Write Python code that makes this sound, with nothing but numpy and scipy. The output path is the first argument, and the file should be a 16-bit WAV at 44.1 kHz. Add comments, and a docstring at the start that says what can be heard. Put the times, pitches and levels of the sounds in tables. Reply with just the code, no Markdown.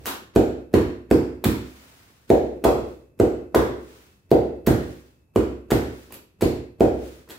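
"""A small hard kitchen, close stereo microphone: low room rumble, a faint hum and two thin whines throughout.
The take opens on the ring of an earlier chop, a short drag of the round base, two raps and some crust cracks.
Then a flat steel cutter chops fourteen times: uneven snaps crunch the crust, and the thump rings a bank of
standing waves, with a knock and a counter heave beside it. Between chops the base drags round as gritty noise.
It ends on one more drag and a few cracks of the crust."""
import sys
import numpy as np
from scipy import signal
from scipy.fft import rfft, irfft
from scipy.io import wavfile
from scipy.ndimage import uniform_filter1d

SR = 44100
rng = np.random.default_rng(int(sys.argv[2]) if len(sys.argv) > 2 else 0)


def persist_wave(psi):
    """Save psi, clipped to +-1, as 16-bit WAV."""
    counts = np.round(np.clip(psi, -1, 1) * 32767).astype(np.int16)
    wavfile.write(sys.argv[1], SR, np.atleast_2d(counts).T)


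N = 325678

# chops of the blade down to the base: (time [s], force [dB], hardness [dB per octave about 350 Hz],
# boom below 95 Hz [dB re force], counter heave [dB re force], knock drive [dB],
# first touch of the crust [dB], last snap of the crust [dB])
CHOPS = [(-.3, -28.5, -8, 17, 24, -12.5, -40, -25), (0.3626, -12, -2.5, -3, -2.5, -10.5, -41, -24.5),
         (0.7411, -13, -2.5, 0.5, 1, -29, -49.5, -23), (1.114, -11.5, -2, -2, -0.5, -18, -44, -25),
         (1.458, -21, -15, 6.5, 7.5, -36, -34.5, -42.5), (2.3042, -13.5, 1, -2, -7, -5, -42.5, -27),
         (2.6531, -17, 3.5, 2.5, 2.5, -7, -27.5, -39.5), (3.202, -13.5, 3, -2, -3.5, -12.5, -44, -28.5),
         (3.5605, -16.5, 2, 0.5, 0.5, -18, -36, -33), (4.317, -13, 5, -2.5, -1.5, -6.5, -42.5, -29),
         (4.6751, -15.5, -8, 1.5, 7, -13.5, -32, -26.5), (5.3625, -15.5, -3, 3.5, -4, -20, -52, -27.5),
         (5.7202, -17.5, -5, 3, 4, -16.5, -25, -25), (6.4255, -16.5, -3, 0, 3, -17, -37, -40.5),
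         (6.8087, -14, -2, 2, -2, -7, -44, -28)]


def gain_of(db):
    """Amplitude factor for a level in dB."""
    return 10 ** (np.asarray(db) / 20)


def evened(x):
    """Scale a signal to an rms of one."""
    return x / np.sqrt(np.mean(x ** 2) + 1e-20)


def read(points, hz):
    """Read a (frequency, value) curve at hz, straight between points on a log frequency axis."""
    f, value = np.transpose(points)
    return np.interp(np.log(hz + 1), np.log(f + 1), value)


def add(mix, s, sound):
    """Lay a sound into the mix from s seconds on, trimming what falls outside."""
    at = round(s * SR)
    sound = sound[..., max(-at, 0):]
    part = mix[..., max(at, 0):][..., :sound.shape[-1]]
    part += sound[..., :part.shape[-1]]


def noise(length, db_at, size=512):
    """Stereo noise built from random spectra, its level in dB given by frequency and time."""
    # how alike left and right sound: (frequency [Hz], correlation [-1 to 1])
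    likeness = [(60, 0.96), (180, 0.89), (550, 0.41), (1650, -0.24), (4970, -0.061), (15000, -0.37)]
    hz = np.fft.rfftfreq(size, 1 / SR)[:, None]
    t = np.arange(4 * length // size + 5) * size / 4 / SR
    a, b, c, d = rng.standard_normal((len(t), len(hz), 4)).T
    same = np.clip(read(likeness, hz), -1, 1)
    left = a + 1j * b
    right = same * left + np.sqrt(1 - same ** 2) * (c + 1j * d)
    spectra = np.array([left, right]) * gain_of(db_at(hz, t))
    return signal.istft(spectra, nperseg=size, noverlap=3 * size // 4)[1][:, :length]


def swing(t, hz, seconds):
    """A swing or two of a cosine under a bell."""
    return np.cos(2 * np.pi * hz * t) * np.exp(-(t / seconds) ** 2)


def kitchen(x):
    """Dense echoes of the room that build up over 7 ms and die band by band."""
    # diffuse tail: (frequency [Hz], time to fall 60 dB [s])
    decay = [(100, 0.69), (260, 0.94), (700, 0.48), (1840, 0.64), (4850, 0.56), (12800, 0.37)]
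    tail = noise(SR, lambda hz, t: -60 * t / read(decay, hz), size=256)
    tail = tail * np.clip(np.arange(SR) / SR / .007, 0, 1)
    return signal.fftconvolve(x[None], tail / np.linalg.norm(tail[0]), axes=1)[:, :len(x)]


def floor():
    """Low room rumble as shaped noise, with faint steady tones alike on both sides."""
    # colour of the quiet room: (frequency [Hz], relative level [dB per Hz])
    room = [(18, -28.5), (30, -5.5), (104, 5.5), (409, -12), (1890, -29.5), (2600, -27), (3050, -40),
            (5160, -37), (9230, -36.5), (13700, -32), (16500, -54.5)]
    # a hum and a pair of thin whines: (frequency [Hz], peak level [dB])
    hum = [(59.2, -88.5), (2564, -78), (2623, -74)]
    t = np.arange(N) / SR
    tones = sum(gain_of(db) * np.sin(2 * np.pi * hz * t) for hz, db in hum)
    rumble = evened(noise(N, lambda hz, t: read(room, hz), size=2048))
    return gain_of(-53.5) * rumble + tones


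def sliding():
    """Soft gritty friction hiss that swells and fades as the base is turned on the counter."""
    # drags of the base: (time when fastest [s], level there [dB], rise [s], fall [s])
    turns = [(.045, -53, .06, .02), (1.8, -47.5, .16, .42), (2.9, -58, .15, .15), (3.95, -49, .12, .2),
             (4.93, -52, .15, .2), (6.03, -50, .15, .12), (7.11, -49, .13, .15)]
    # colour of the friction: (frequency [Hz], relative level [dB per Hz])
    friction = [(120, -35), (200, 4), (522, -3), (860, -4.5), (1580, -2.5), (1870, -3.5), (13200, -14.5),
                (15600, -9), (16500, -58)]
    fade_db, grit_db = 7, 0.55  # level lost over one rise or fall time; rms flutter of the level
    t, level = np.arange(N) / SR, np.zeros(N)
    for s, db, rise, fall in turns:
        level += gain_of(db - fade_db * ((t - s) / np.where(t < s, rise, fall)) ** 2)
    grit = gain_of(grit_db * evened(uniform_filter1d(rng.standard_normal(N), size=600)))
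    return level * evened(grit * noise(N, lambda hz, t: read(friction, hz)))


def heaves():
    """The counter top heaves under each blow: a burst of noise about 108 Hz that settles quickly."""
    heave_trim_db = -8  # rumble of the heave against its ring
    t60 = 0.52  # s
    sides = gain_of([[-1.1], [1.1]])  # a little stronger on the right
    out, t = np.zeros((2, N)), np.arange(0, .6, 1 / SR)
    for s, force_db, _, _, heave_db, *_ in CHOPS:
        shake = evened(noise(len(t), lambda hz, t: -16 * np.log2((hz + 1) / 108) ** 2, size=2048))
        fall = gain_of(force_db + heave_db + heave_trim_db - 60 * t / t60)
        onset = np.clip(t / 0.01, 0, 1)
        add(out, s, fall * onset * shake * sides)
    return out


def knocks():
    """The base answers blows and raps with a short knock, which the walls send back."""
    # the blade corner raps the rim of the base: (time [s], drive [dB], pitch [Hz])
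    raps = [(.064, -21, 1093), (.072, -35.5, 722), (0.7405, -29, 1116), (1.4415, -28.5, 926),
            (2.6411, -11.5, 910), (3.5468, -18, 648), (4.6715, -19, 1363), (5.707, -39, 950),
            (6.413, -33, 1186)]
    # single far-wall echoes of a knock: (delay [s], level [dB re drive])
    slaps = [(.047, -5.5), (.059, -24), (.119, -32)]
    knock_hz = 553  # pitch of the knock under a chop
    out, t = np.zeros(N + SR), np.arange(-.01, .01, 1 / SR)
    from_chops = [(s, knock_db, knock_hz) for s, *_, knock_db, _, _ in CHOPS]
    for s, db, hz in from_chops + raps:
        add(out, 1 + s + t[0], gain_of(db) * swing(t, hz, 0.63 / hz))  # one second of lead-in
    far_wall = sum(gain_of(db) * np.roll(out, round(delay * SR)) for delay, db in slaps)
    heard = gain_of(-4.5) * out + far_wall + gain_of(8) * kitchen(out)
    return heard[:, SR:]


def breaks():
    """List every break of the crust: touch and snap of each chop, then the cracks of the crisp rim."""
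    # crust sounds that lead every chop: (length [s], body below 2 kHz [dB], air above 9 kHz [dB])
    touch = (.0061, 0.4, 1)
    snap = (.0029, 9.6, -4)
    # the crisp rim cracks: (time [s], level [dB], length [s], air above 9 kHz [dB])
    cracks = [(.052, -39, 0.0028, -0.5), (0.0577, -12.5, .0004, 0.5), (0.0609, -28, .006, 3),
              (0.065, -24, .008, 2.5), (0.083, -32.5, .008, 0.5), (1.4404, -20, .0011, -1.5),
              (1.4438, -14, .0018, 3), (1.451, -32, .003, -11), (2.6396, -23.5, .0012, -6.5),
              (2.6437, -21, .0022, 0.5), (2.646, -31.5, 0.0027, -5), (3.5461, -26, .003, -10.5),
              (3.548, -21.5, .0034, 1.2), (4.6668, -14.5, 0.00054, 7), (4.669, -25, .0047, -2.5),
              (5.7042, -30, .005, -3.5), (5.711, -24, .002, 0), (6.106, -50, .005, -7),
              (6.12, -49, .004, -3), (6.1223, -29.5, .0044, 4.5), (6.14, -35.5, .006, 3),
              (6.4091, -30, .006, -1.5), (6.4189, -26.5, 0.0065, -1.5), (7.275, -61, .006, -10.5),
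              (7.288, -42.5, .006, 2), (7.2973, -34, 0.0033, 0.5), (7.304, -33.5, .006, 0.5)]
    touch_lead, snap_lead = .0118, .0028  # s ahead of the blade reaching the base
    body_per_air = -1.4  # brighter cracks have less body
    rows = []
    for s, *_, touch_db, snap_db in CHOPS:
        rows.append((s - touch_lead, touch_db, *touch))
        rows.append((s - snap_lead, snap_db, *snap))
    return rows + [(s, db, length, body_per_air * air_db, air_db) for s, db, length, air_db in cracks]


def crunches():
    """Each break is a short run of uneven snaps in the colour of crust and blade, with its echoes."""
    # colour of breaking crust: (frequency [Hz], relative level [dB per Hz])
    crust = [(120, -41), (200, -4), (394, 1.5), (707, -6), (984, -6), (1140, -9.5), (1270, -9.5),
             (1470, -8.5), (2840, -12), (7790, -20.5), (9350, -21.5), (13200, -19), (15900, -20)]
    # resonances of the damped steel: (frequency [Hz], width [Hz], boost [dB])
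    blade = [(4320, 720, 2), (6100, 54, -6), (7700, 1600, 4.5), (11600, 2700, 3.5), (13000, 2700, 3.5)]
    near, t = np.zeros(N), np.arange(2048) / SR - .005
    sent = np.zeros((3, N))
    hz = np.fft.rfftfreq(len(t), 1 / SR)
    blade_db = sum(db / (1 + (2 * (hz - f) / width) ** 2) for f, width, db in blade)
    for k, (s, level_db, length, body_db, air_db) in enumerate(breaks()):
        snaps = rng.standard_normal(len(t)) * gain_of(4 * np.minimum(rng.exponential(1, len(t)), 4))
        u = np.maximum(t, 0) / max(length, 2e-4)
        run = evened(snaps) * (1 - np.exp(-4 * u)) * np.exp(-u)
        # no two pieces alike: random lumps along the spectrum
        lumps = uniform_filter1d(rng.standard_normal(len(hz)), size=12)
        lumps = evened(uniform_filter1d(lumps, size=12))
        tilt_db = read([(1200, body_db), (3000, 0.003), (7000, 0), (11000, air_db)], hz)
        colour = gain_of(read(crust, hz) + blade_db + tilt_db + 2.2 * lumps)
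        colour = gain_of(level_db) * colour / np.sqrt(np.mean(colour[hz > 3000] ** 2))
        add(near, s + t[0], irfft(rfft(run) * colour))
        # the walls smear the snaps together: they get one click of like energy, from one of three spots
        click = np.sqrt(0.21 * length * SR) * np.roll(irfft(colour), len(t) // 2)
        add(sent[k % 3], s + length - len(t) / 2 / SR, click)
    return near + gain_of(5) * sum(kitchen(x) for x in sent)


def thumps():
    """Every chop starts all standing waves together at their crest; a harder one favours the upper waves."""
    # standing waves of the room: (frequency [Hz], left pressure [relative], right pressure [relative],
    # time to fall 60 dB [s])
    waves = [(55.0, -0.26, -0.32, 0.3), (65.0, 0.16, 0.21, 1.0), (84.0, -0.15, -0.2, 0.65),
             (104.0, 0.23, 0.34, 0.3), (205.0, 0.17, 0.28, 0.45), (223.0, 0.25, 0.31, 0.45),
             (238.0, 0.22, 0.46, 0.3), (255.0, -0.2, -0.23, 0.8), (281.0, -0.37, -0.46, 0.45),
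             (302.0, 0.11, 0.42, 0.65), (309.0, 0.54, 0.23, 0.3), (317.0, -0.46, -0.69, 0.45),
             (324.0, 0.49, 0.82, 0.3), (331.0, 0.16, 0.37, 0.45), (339.0, -0.2, -0.2, 0.65),
             (356.0, 0.47, 0.67, 0.65), (372.0, 0.2, 0.19, 0.65), (384.0, 0.37, 0.61, 0.3),
             (397.0, -0.37, -0.34, 0.45), (409.0, 0.24, 0.68, 0.3), (421.0, 0.25, 0.15, 0.65),
             (434.0, 0.6, 0.5, 0.3), (441.0, -0.12, -0.2, 0.65), (449.0, 0.02, 0.36, 0.45),
             (459.0, 0.19, 0.26, 0.65), (470.0, -0.4, -0.37, 0.45), (478.0, 0.27, 0.21, 0.45),
             (491.0, -0.26, -0.3, 0.3), (500.0, 0.29, 0.19, 0.45), (514.0, 0.32, 0.09, 0.45)]
    out, t = np.zeros((2, N)), np.arange(-.002, 1.2, 1 / SR)
    hz, left, right, t60 = np.transpose(waves)[:, :, None]
    onset = np.clip(1 + t / 0.0018, 0, 1)
    rings = np.cos(2 * np.pi * hz * t) * gain_of(-60 * t / t60) * onset
    for s, force_db, hard_db, boom_db, heave_db, *_ in CHOPS:
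        tilt_db = np.select([hz < 95, hz < 150], [boom_db, heave_db], hard_db * np.log2(hz / 350))
        spot_db = rng.standard_normal(hz.shape)  # each spot of the base drives them differently
        drive = gain_of(force_db + tilt_db + spot_db)
        add(out, s + t[0], np.hstack([left * drive, right * drive]).T @ rings)
    return out


def scene():
    """Everything in the kitchen, from the quiet floor up to the chops."""
    return floor() + sliding() + heaves() + knocks() + crunches() + thumps()


def record(dry):
    """Microphone ports with bass cut and lean, a suppressor that lowers quiet sound, soft clip, band limit."""
    # lean of the two ports, applied above 550 Hz: (frequency [Hz], left minus right [dB])
    port_lean = [(600, -0.5), (1400, -0.5), (3100, 0.5), (6800, 2), (15000, -4)]
    edge_hz = 15950  # upper end of the band
    hz = np.fft.rfftfreq(N, 1 / SR)
    lean = gain_of(np.outer([.5, -.5], read(port_lean, hz) * (hz > 550)))
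    bass_cut = np.sqrt(1 + (45 / (hz + 1)) ** 8)
    ports = irfft(rfft(dry) * lean / bass_cut, N)
    # below -34.5 dB each dB of quiet costs a further 0.46 dB
    power = uniform_filter1d((ports ** 2).mean(0), size=2000)
    power_db = 10 * np.log10(abs(power) + 1e-12)
    ports = ports / gain_of(0.46 * np.maximum(-34.5 - power_db, 0))
    # peaks beyond 0.7 bend over softly
    over = np.maximum(abs(ports) - .7, 0)
    ports = ports - np.sign(ports) * (over - .28 * np.tanh(over / .28))
    band = signal.firwin(511, edge_hz, window=("kaiser", 9), fs=SR)
    return signal.oaconvolve(ports, band[None], "same")


dry = scene()
out = record(dry)
persist_wave(out)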